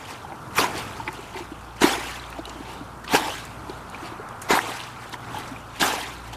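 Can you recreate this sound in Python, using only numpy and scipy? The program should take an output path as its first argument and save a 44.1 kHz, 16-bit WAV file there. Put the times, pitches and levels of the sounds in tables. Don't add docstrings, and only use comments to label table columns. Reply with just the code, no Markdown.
import sys
import numpy as np
from scipy import signal
from scipy.fft import rfft, irfft
from scipy.io import wavfile
from scipy.ndimage import uniform_filter1d

SR = 44100
rng = np.random.default_rng(int(sys.argv[2]) if len(sys.argv) > 2 else 0)


def generate_wav(sig):
    pcm = np.round(np.clip(np.atleast_2d(sig).T, -1, 1) * 32767).astype(np.int16)
    wavfile.write(sys.argv[1], SR, pcm)


N = 280476
TIME = np.arange(N) / SR


def amp(db):
    return 10 ** (np.asarray(db) / 20)


def evened(x):
    return x / np.sqrt(np.mean(x ** 2) + 1e-20)


def add(mix, start_s, sound):
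    part = mix[round(start_s * SR):][:len(sound)]
    part += sound[:len(part)]


def coloured(x, spectrum):
    hz, db = np.transpose(spectrum)
    f = np.fft.rfftfreq(N, 1 / SR)
    gain = amp(np.interp(np.log(f + 1), np.log(hz), db))
    return evened(irfft(rfft(x) * gain, N))


def drift(corner_hz):
    f = np.fft.rfftfreq(N, 1 / SR)
    return evened(irfft(rfft(rng.standard_normal(N)) / (1 + (f / corner_hz) ** 4), N))


def level(spells, fade_s=0.0047):
    gain = np.zeros(N)
    for times, levels in spells:
        to_edge = np.minimum(TIME - times[0], times[-1] - TIME)
        fade = np.clip(to_edge / fade_s, 0, 1) ** .5
        gain += amp(np.interp(TIME, times, levels)) * fade
    return gain


def ping(hz, t60, climb, onset_cycles):
    t = np.arange(int(t60 * SR) + 8) / SR
    onset = 1 - np.exp(-(t * hz / onset_cycles) ** 2)
    shape = onset * np.exp(-np.log(1000) * t / t60)
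    phase = 2 * np.pi * np.cumsum(hz * 2 ** (climb * t / t60)) / SR
    return shape / shape.max() * np.sin(phase)


def swarm(per_s, lo_hz, hi_hz, cycles, spread_db, climb=0.38, count=60):
    out = np.zeros(N)
    for hz in np.geomspace(lo_hz, hi_hz, count):
        life, octaves = rng.uniform([.5, 0], [1.5, climb])
        moment, size, sign = rng.random((int(per_s * N / SR / count) + 1, 3)).T
        sizes = np.sign(sign - .5) * amp(-spread_db * np.log(size + .03))
        tone = ping(hz, life * cycles / hz, octaves, onset_cycles=0.24)
        tone = tone * np.sqrt(hz) / (np.linalg.norm(tone) * np.linalg.norm(sizes))
        for start_s, gain in zip(moment * N / SR, sizes):
            add(out, start_s, gain * tone)
    return evened(out)


def fizz(per_s):
    return evened(rng.standard_normal(N) * (rng.random(N) < per_s / SR))


def patched(x, patchy_db, band_size=9, time_size=9):
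    z = signal.stft(x, nperseg=512, noverlap=384)[2]
    patches = uniform_filter1d(rng.standard_normal(z.shape), band_size, axis=0)
    patches = uniform_filter1d(patches, time_size, axis=1)
    return signal.istft(z * amp(patchy_db * evened(patches)), nperseg=512, noverlap=384)[1][:N]


def steady(x, size):
    power = uniform_filter1d(uniform_filter1d(x ** 2, size), size)
    return x / np.sqrt(abs(power) + 1e-6)


# pitch_hz [Hz], gain_db [dB]
AIR_SPECTRUM = [(20, -21), (35, -11), (55, -19.5), (90, -2), (135, -4), (180, -7), (300, -8.5), (550, -14),
                (900, -10), (1400, -10.5), (2200, -36), (4500, -37), (10000, -36), (15000, -44)]
# time_s [s], level_db [dB]
RUSH_LEVELS = [(0, -52.5), (1.6, -49), (2.1, -42.5), (3.0, -51), (3.65, -49.5), (4.05, -40), (4.8, -41.5),
               (5.7, -46), (6.36, -48)]
AIR_DB = -42


def field(rush_db=0.0):
    wash = amp(AIR_DB + 2.1 * drift(1.1)) * coloured(rng.standard_normal(N), AIR_SPECTRUM)
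    rush = coloured(rng.standard_normal(N), [(300, -15.5), (750, -2.0), (1000, 1.0), (1400, -0.5),
                                             (1900, -13), (2600, -18.5), (4000, -50)])
    rush_levels = np.interp(TIME, *np.transpose(RUSH_LEVELS))
    return wash + rush * amp(rush_levels + rush_db + 1.2 * drift(19.0))


# time_s [s], firing_tone_db [dB], octave_tone_db [dB]
ENGINE_LEVELS = [(0, -68, -78), (0.6, -53, -55), (2.0, -45, -50.5), (3.7, -49.5, -60), (4.9, -54, -50.5),
                 (6.36, -45.5, -48.5)]
FIRING_HZ = 58.2


def engine(firing_db=-2, octave_db=0.5, waver_rad=0.89):
    times, *columns = np.transpose(ENGINE_LEVELS)
    low, high = (np.interp(TIME, times, column) for column in columns)
    angle = 2 * np.pi * FIRING_HZ * TIME + waver_rad * drift(2.4)
    firing = amp(low + firing_db + 1.8 * drift(1.5)) * np.sin(angle)
    octave = amp(high + octave_db + 2.5 * drift(4.6)) * np.sin(2 * angle)
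    return np.sqrt(2) * (firing + octave)


# crest_s [s], rise_s [s], fall_s [s], patter_db [dB], churn_db [dB]
STIR_EVENTS = [(0.01, 0.029, 0.12, -47.5, -41), (0.106, 0.12, 0.2, -41, -38.5),
               (0.32, 0.047, 0.055, -56, -31.5), (0.78, 0.048, 0.066, -38, -37.5),
               (0.99, .12, 0.15, -48.5, -45), (1.085, 0.037, 0.013, -42, -31), (1.13, 0.035, 1, -45.5, -41),
               (1.37, 0.041, 0.097, -42.5, -41), (2.39, 0.13, 0.028, -48.5, -35.5),
               (2.48, 0.073, 0.32, -46, -40), (2.706, 0.17, 0.23, -45.5, -38),
               (3.045, 0.0078, 0.014, -40.5, -52), (3.29, .15, 0.038, -55, -29.5),
               (3.695, 0.1, 0.34, -48.5, -38), (3.95, 0.098, 0.14, -49, -44),
               (4.059, 0.098, 0.15, -42.5, -40), (4.42, .012, 0.075, -43, -58),
               (4.69, 0.096, 0.13, -45.5, -34), (5.03, 0.077, 0.22, -47.5, -44.5),
               (5.137, .02, 0.029, -38, -38), (5.25, .1, .15, -54, -58), (5.375, 0.17, 0.34, -40, -37),
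               (5.765, 0.074, 0.035, -43, -53), (6.267, 0.051, 0.11, -50, -45),
               (6.334, 0.011, 0.056, -41, -34)]
STIR_DEPTH_DB = 20
LAP_PATTER_DB, LAP_CHURN_DB = -55.5, -54.5
LEAD_S, LEAD_DB, LEAD_RISE_DB = 0.046, -47, 10
RAIN_SAG_DB_PER_S = 19
DRAIN_S, DRAIN_DB = 0.31, 25
SETTLE_S, SETTLE_DB = 0.41, 29


def agitation():
    drops, churns = [], []
    for start_s, swell_s, *_, rain_db, rain_s, churn_db in THROW_EVENTS:
        crest_s = start_s + swell_s
        rain_end_s = crest_s + rain_s
        last_db = rain_db - RAIN_SAG_DB_PER_S * rain_s
        drops.append(([start_s - LEAD_S, start_s, crest_s, rain_end_s, rain_end_s + DRAIN_S],
                      [LEAD_DB - LEAD_RISE_DB, LEAD_DB, rain_db, last_db, last_db - DRAIN_DB]))
        churns.append(([crest_s, crest_s + SETTLE_S], [churn_db, churn_db - SETTLE_DB]))
    arch = STIR_DEPTH_DB * np.array([-1, 0, -1])
    for crest_s, rise_s, fall_s, patter_db, churn_db in STIR_EVENTS:
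        times = [crest_s - rise_s, crest_s, crest_s + fall_s]
        drops.append((times, patter_db + arch))
        churns.append((times, churn_db + arch))
    return np.hypot(level(drops), amp(LAP_PATTER_DB)), np.hypot(level(churns), amp(LAP_CHURN_DB))


# pitch_hz [Hz], gain_db [dB]
PATTER_SPECTRUM = [(650, -33), (1100, 1.5), (1310, -8.5), (1550, -3.5), (1980, -4), (2860, -5),
                   (5000, -13.5), (6500, -40), (11000, -120)]
# pitch_hz [Hz], gain_db [dB]
CHURN_SPECTRUM = [(120, -42), (200, -10.5), (276, 0.5), (313, -5.5), (438, -3), (545, -11), (646, -3),
                  (739, 1.5), (897, 5), (1240, -19), (1500, -13), (1950, -47), (3300, -120)]
# pitch_hz [Hz], gain_db [dB]
MIST_SPECTRUM = [(3000, -20), (4500, -3.5), (5500, 2), (10000, -3.5), (14500, -11)]


def sloshing(patter_db=1.0, churn_db=-3, mist_db=-7.0, spatter_db=-16, burble_db=-12):
    patter = fizz(per_s=12000) + amp(-7.5) * swarm(
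        per_s=1100, lo_hz=1119, hi_hz=4500, cycles=31.5, spread_db=3.0, climb=0.87)
    patter = steady(coloured(patched(patter, patchy_db=2.7), PATTER_SPECTRUM), size=1100)
    churn = swarm(per_s=900, lo_hz=208.7, hi_hz=1516, cycles=13.2, spread_db=3.0, count=40)
    churn = steady(coloured(churn, CHURN_SPECTRUM), size=900)
    mist = fizz(per_s=12000) + amp(-19) * fizz(per_s=220)
    mist = steady(coloured(patched(mist, patchy_db=2.0), MIST_SPECTRUM), size=1500)
    mist = mist * amp(1.45 * drift(51))
    spatter = swarm(per_s=150, lo_hz=1290, hi_hz=6030, cycles=4.2, spread_db=5.5, count=30)
    burble = swarm(per_s=70, lo_hz=249, hi_hz=506, cycles=19, spread_db=-0.5, count=20)
    drops, churning = agitation()
    falling = amp(patter_db) * patter + amp(mist_db) * mist + amp(spatter_db) * spatter
    stirred = amp(churn_db) * churn + amp(burble_db) * burble
    return drops * falling + churning * stirred


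# start_s [s], level_db [peak dB], pitch_hz [Hz]
KNOCK_EVENTS = [(0.246, -27.5, 818), (0.323, -31, 783), (0.999, -21, 910), (1.087, -24.5, 900),
                (1.346, -28, 896), (1.388, -28, 875), (3.075, -29.5, 1200), (5.139, -26.5, 970),
                (5.344, -22.5, 850), (5.37, -23.5, 870), (6.328, -44, 869)]


def knocks(knock_db=-1.5, t60=0.048):
    out = np.zeros(N)
    for start_s, level_db, pitch_hz in KNOCK_EVENTS:
        add(out, start_s, amp(level_db + knock_db) * ping(pitch_hz, t60, climb=0, onset_cycles=1.6))
    return out


# start_s [s], level_db [dB], centre_hz [Hz], t60_s [s]
SLAP_EVENTS = [(0.321, -24.5, 1560, 0.035), (0.553, -26, 6000, .02), (0.560, -24, 1280, 0.021),
               (0.582, -4.5, 1700, 0.042), (0.779, -25, 6900, 0.023), (0.806, -22, 2870, .02),
               (1.077, -13, 1740, 0.05), (1.128, -27.5, 8100, 0.013), (1.371, -21, 1600, 0.035),
               (1.819, -10, 1100, .02), (1.832, -8, 1960, 0.041), (2.302, -30, 10100, .015),
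               (2.326, -22.5, 2030, 0.022), (2.454, -31.5, 8000, .025), (2.494, -26, 5600, 0.027),
               (3.078, -23, 3400, 0.044), (3.147, -10, 2400, 0.041), (3.452, -26, 9000, .017),
               (3.696, -25.5, 3520, 0.02), (3.899, -29, 8000, 0.014), (4.288, -28.5, 7550, 0.012),
               (4.417, -25, 8360, 0.069), (4.504, -6, 1930, 0.028), (4.553, -2, 1100, 0.0099),
               (4.590, 2.5, 1460, 0.0082), (4.802, -15.5, 2600, 0.013), (4.836, -25, 4520, .03),
               (5.095, -31, 10500, 0.013), (5.129, -22, 4300, 0.017), (5.141, -12.5, 1480, 0.0083),
               (5.386, -22.5, 10000, .009), (5.477, -32, 5540, .04), (5.798, -23, 7300, 0.055),
               (6.329, -37, 2500, 0.025)]


def slaps(width=1.44, slap_db=-8, rise_s=0.00036):
    out = np.zeros(N)
    t = np.arange(4096) / SR
    for start_s, level_db, centre_hz, t60_s in SLAP_EVENTS:
        edges = [centre_hz / width, centre_hz * width]
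        band = signal.butter(3, edges, "band", fs=SR, output="sos")
        shape = (1 - np.exp(-t / rise_s)) * np.exp(-np.log(1000) * t / t60_s)
        burst = signal.sosfilt(band, rng.standard_normal(len(t)) * shape)
        burst *= np.linalg.norm(shape) / np.linalg.norm(burst)
        add(out, start_s, amp(level_db + slap_db) * burst)
    return out


# start_s [s], level_db [envelope peak dB], pitch_hz [Hz at the start], t60_s [s]
RINGING_EVENTS = [(0.591, -19, 407, 0.034), (0.641, -14, 952, 0.056), (0.749, -29, 325, .08),
                  (1.08, -29, 335, 0.054), (1.189, -30.5, 370, 0.041), (1.354, -29, 365, 0.14),
                  (1.404, -27.5, 328, 0.067), (1.517, -26.5, 297, 0.037), (1.817, -11, 313, 0.014),
                  (1.841, -3.5, 310, 0.022), (1.889, -28, 480, .035), (1.933, -21, 3330, 0.035),
                  (1.978, -25, 350, .04), (2.157, -32, 3300, .02), (2.197, -32, 3840, 0.023),
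                  (2.240, -32, 3440, 0.018), (2.387, -27, 640, .043), (2.391, -24.5, 298, .04),
                  (2.472, -35.5, 400, 0.044), (2.556, -30.5, 290, 0.041), (2.453, -33.5, 2850, 0.055),
                  (2.455, -25.5, 3800, 0.0092), (2.605, -29, 290, 0.025), (2.807, -30.5, 274, 0.11),
                  (3.134, -15, 240, 0.037), (3.146, -6.5, 408, 0.0081), (3.148, -9.5, 770, 0.021),
                  (3.695, -24, 349, 0.042), (3.946, -27, 2320, 0.023), (4.026, -31.5, 317, 0.13),
                  (4.119, -31, 310, 0.056), (4.196, -29.5, 412, 0.044), (4.505, -10, 376, 0.019),
                  (4.531, -14.5, 268, 0.018), (4.572, -14, 750, 0.042), (5.513, -28.5, 251, 0.087),
                  (5.562, -30, 2350, 0.025), (5.821, -16, 230, 0.015), (5.827, -10.5, 1580, 0.025),
                  (5.937, -21.5, 950, 0.028), (5.980, -23.5, 704, 0.043)]
CLIMB_OCTAVES = 0.31


def air_pockets_and_handle(onset_cycles=0.99):
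    out = np.zeros(N)
    for start_s, level_db, pitch_hz, t60_s in RINGING_EVENTS:
        add(out, start_s, amp(level_db) * ping(pitch_hz, t60_s, CLIMB_OCTAVES, onset_cycles))
    return out


# pitch_hz [Hz], gain_db [dB]
SPRAY_SPECTRUM = [(710, -16), (1200, -3), (1630, -5), (1950, -3.5), (2240, -3), (10500, -18.5),
                  (13800, -20), (14500, -43), (15000, -41)]
# pitch_hz [Hz], gain_db [dB]
BODY_SPECTRUM = [(76, -35), (130, -19), (350, -7), (567, -11.5), (901, 1), (1180, -11), (1700, -5.5),
                 (2210, -60), (3740, -120)]
# start_s [s], swell_s [s], collapse_s [s], spray_db [dB at the crest],
# front_db [dB of the start below the crest], sag_db [dB lost over the collapse],
# body_rel_db [dB against the spray], rain_db [dB of falling drops], rain_s [s of their fall], churn_db [dB]
THROW_EVENTS = [(0.549, .037, 0.088, -18, 22.5, 14, -3.5, -37, .28, -23.5),
                (1.805, 0.018, 0.14, -20, 16.5, 13.5, 1.5, -32.5, 0.31, -21.5),
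                (3.085, 0.068, 0.06, -17.5, 23.5, 26, 3, -32.5, 0.19, -27),
                (4.486, 0.026, 0.082, -19, 14.5, 8, 1.5, -35, 0.32, -27),
                (5.795, 0.021, 0.15, -19.5, 14, 17.5, -1, -31.5, 0.22, -22)]
BODY_LAG_DB = 1.5


def landings(spray_db=-0.5, body_db=-2):
    spray = fizz(per_s=14000) + amp(-13.0) * swarm(
        per_s=3000, lo_hz=1096, hi_hz=8400, cycles=41, spread_db=10.0)
    spray = steady(coloured(patched(spray, patchy_db=4.0), SPRAY_SPECTRUM), size=500)
    body = swarm(per_s=1800, lo_hz=136.0, hi_hz=1705, cycles=11.4, spread_db=2.5, count=40)
    body = steady(coloured(body, BODY_SPECTRUM), size=500)
    sprays, bodies = [], []
    for start_s, swell_s, collapse_s, crest_db, front_db, sag_db, body_rel_db, *_ in THROW_EVENTS:
        times = start_s + np.cumsum([0, swell_s, collapse_s])
        shape = crest_db - np.array([front_db, 0, sag_db])
        sprays.append((times, shape))
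        bodies.append((times, shape + body_rel_db + BODY_LAG_DB * np.array([-1, 0, 1])))
    return amp(spray_db) * spray * level(sprays) + amp(body_db) * body * level(bodies)


def banks(x, wet_db, t60):
    t = np.arange(8192) / SR
    taps = rng.standard_normal(len(t)) * np.exp(-np.log(1000) * t / t60) * (t > .003)
    return x + amp(wet_db) * signal.oaconvolve(x, taps / np.linalg.norm(taps))[:N]


def scene():
    water = banks(landings() + sloshing(), wet_db=-18.5, t60=0.16)
    near = air_pockets_and_handle() + knocks() + slaps()
    return (water + near + field() + engine())[None]


CUTOFF_HZ = 14700


def record(dry):
    lowpass = signal.firwin(401, CUTOFF_HZ, window=("kaiser", 9), fs=SR)
    return signal.oaconvolve(dry, lowpass[None], "same")


dry = scene()
out = record(dry)
generate_wav(out)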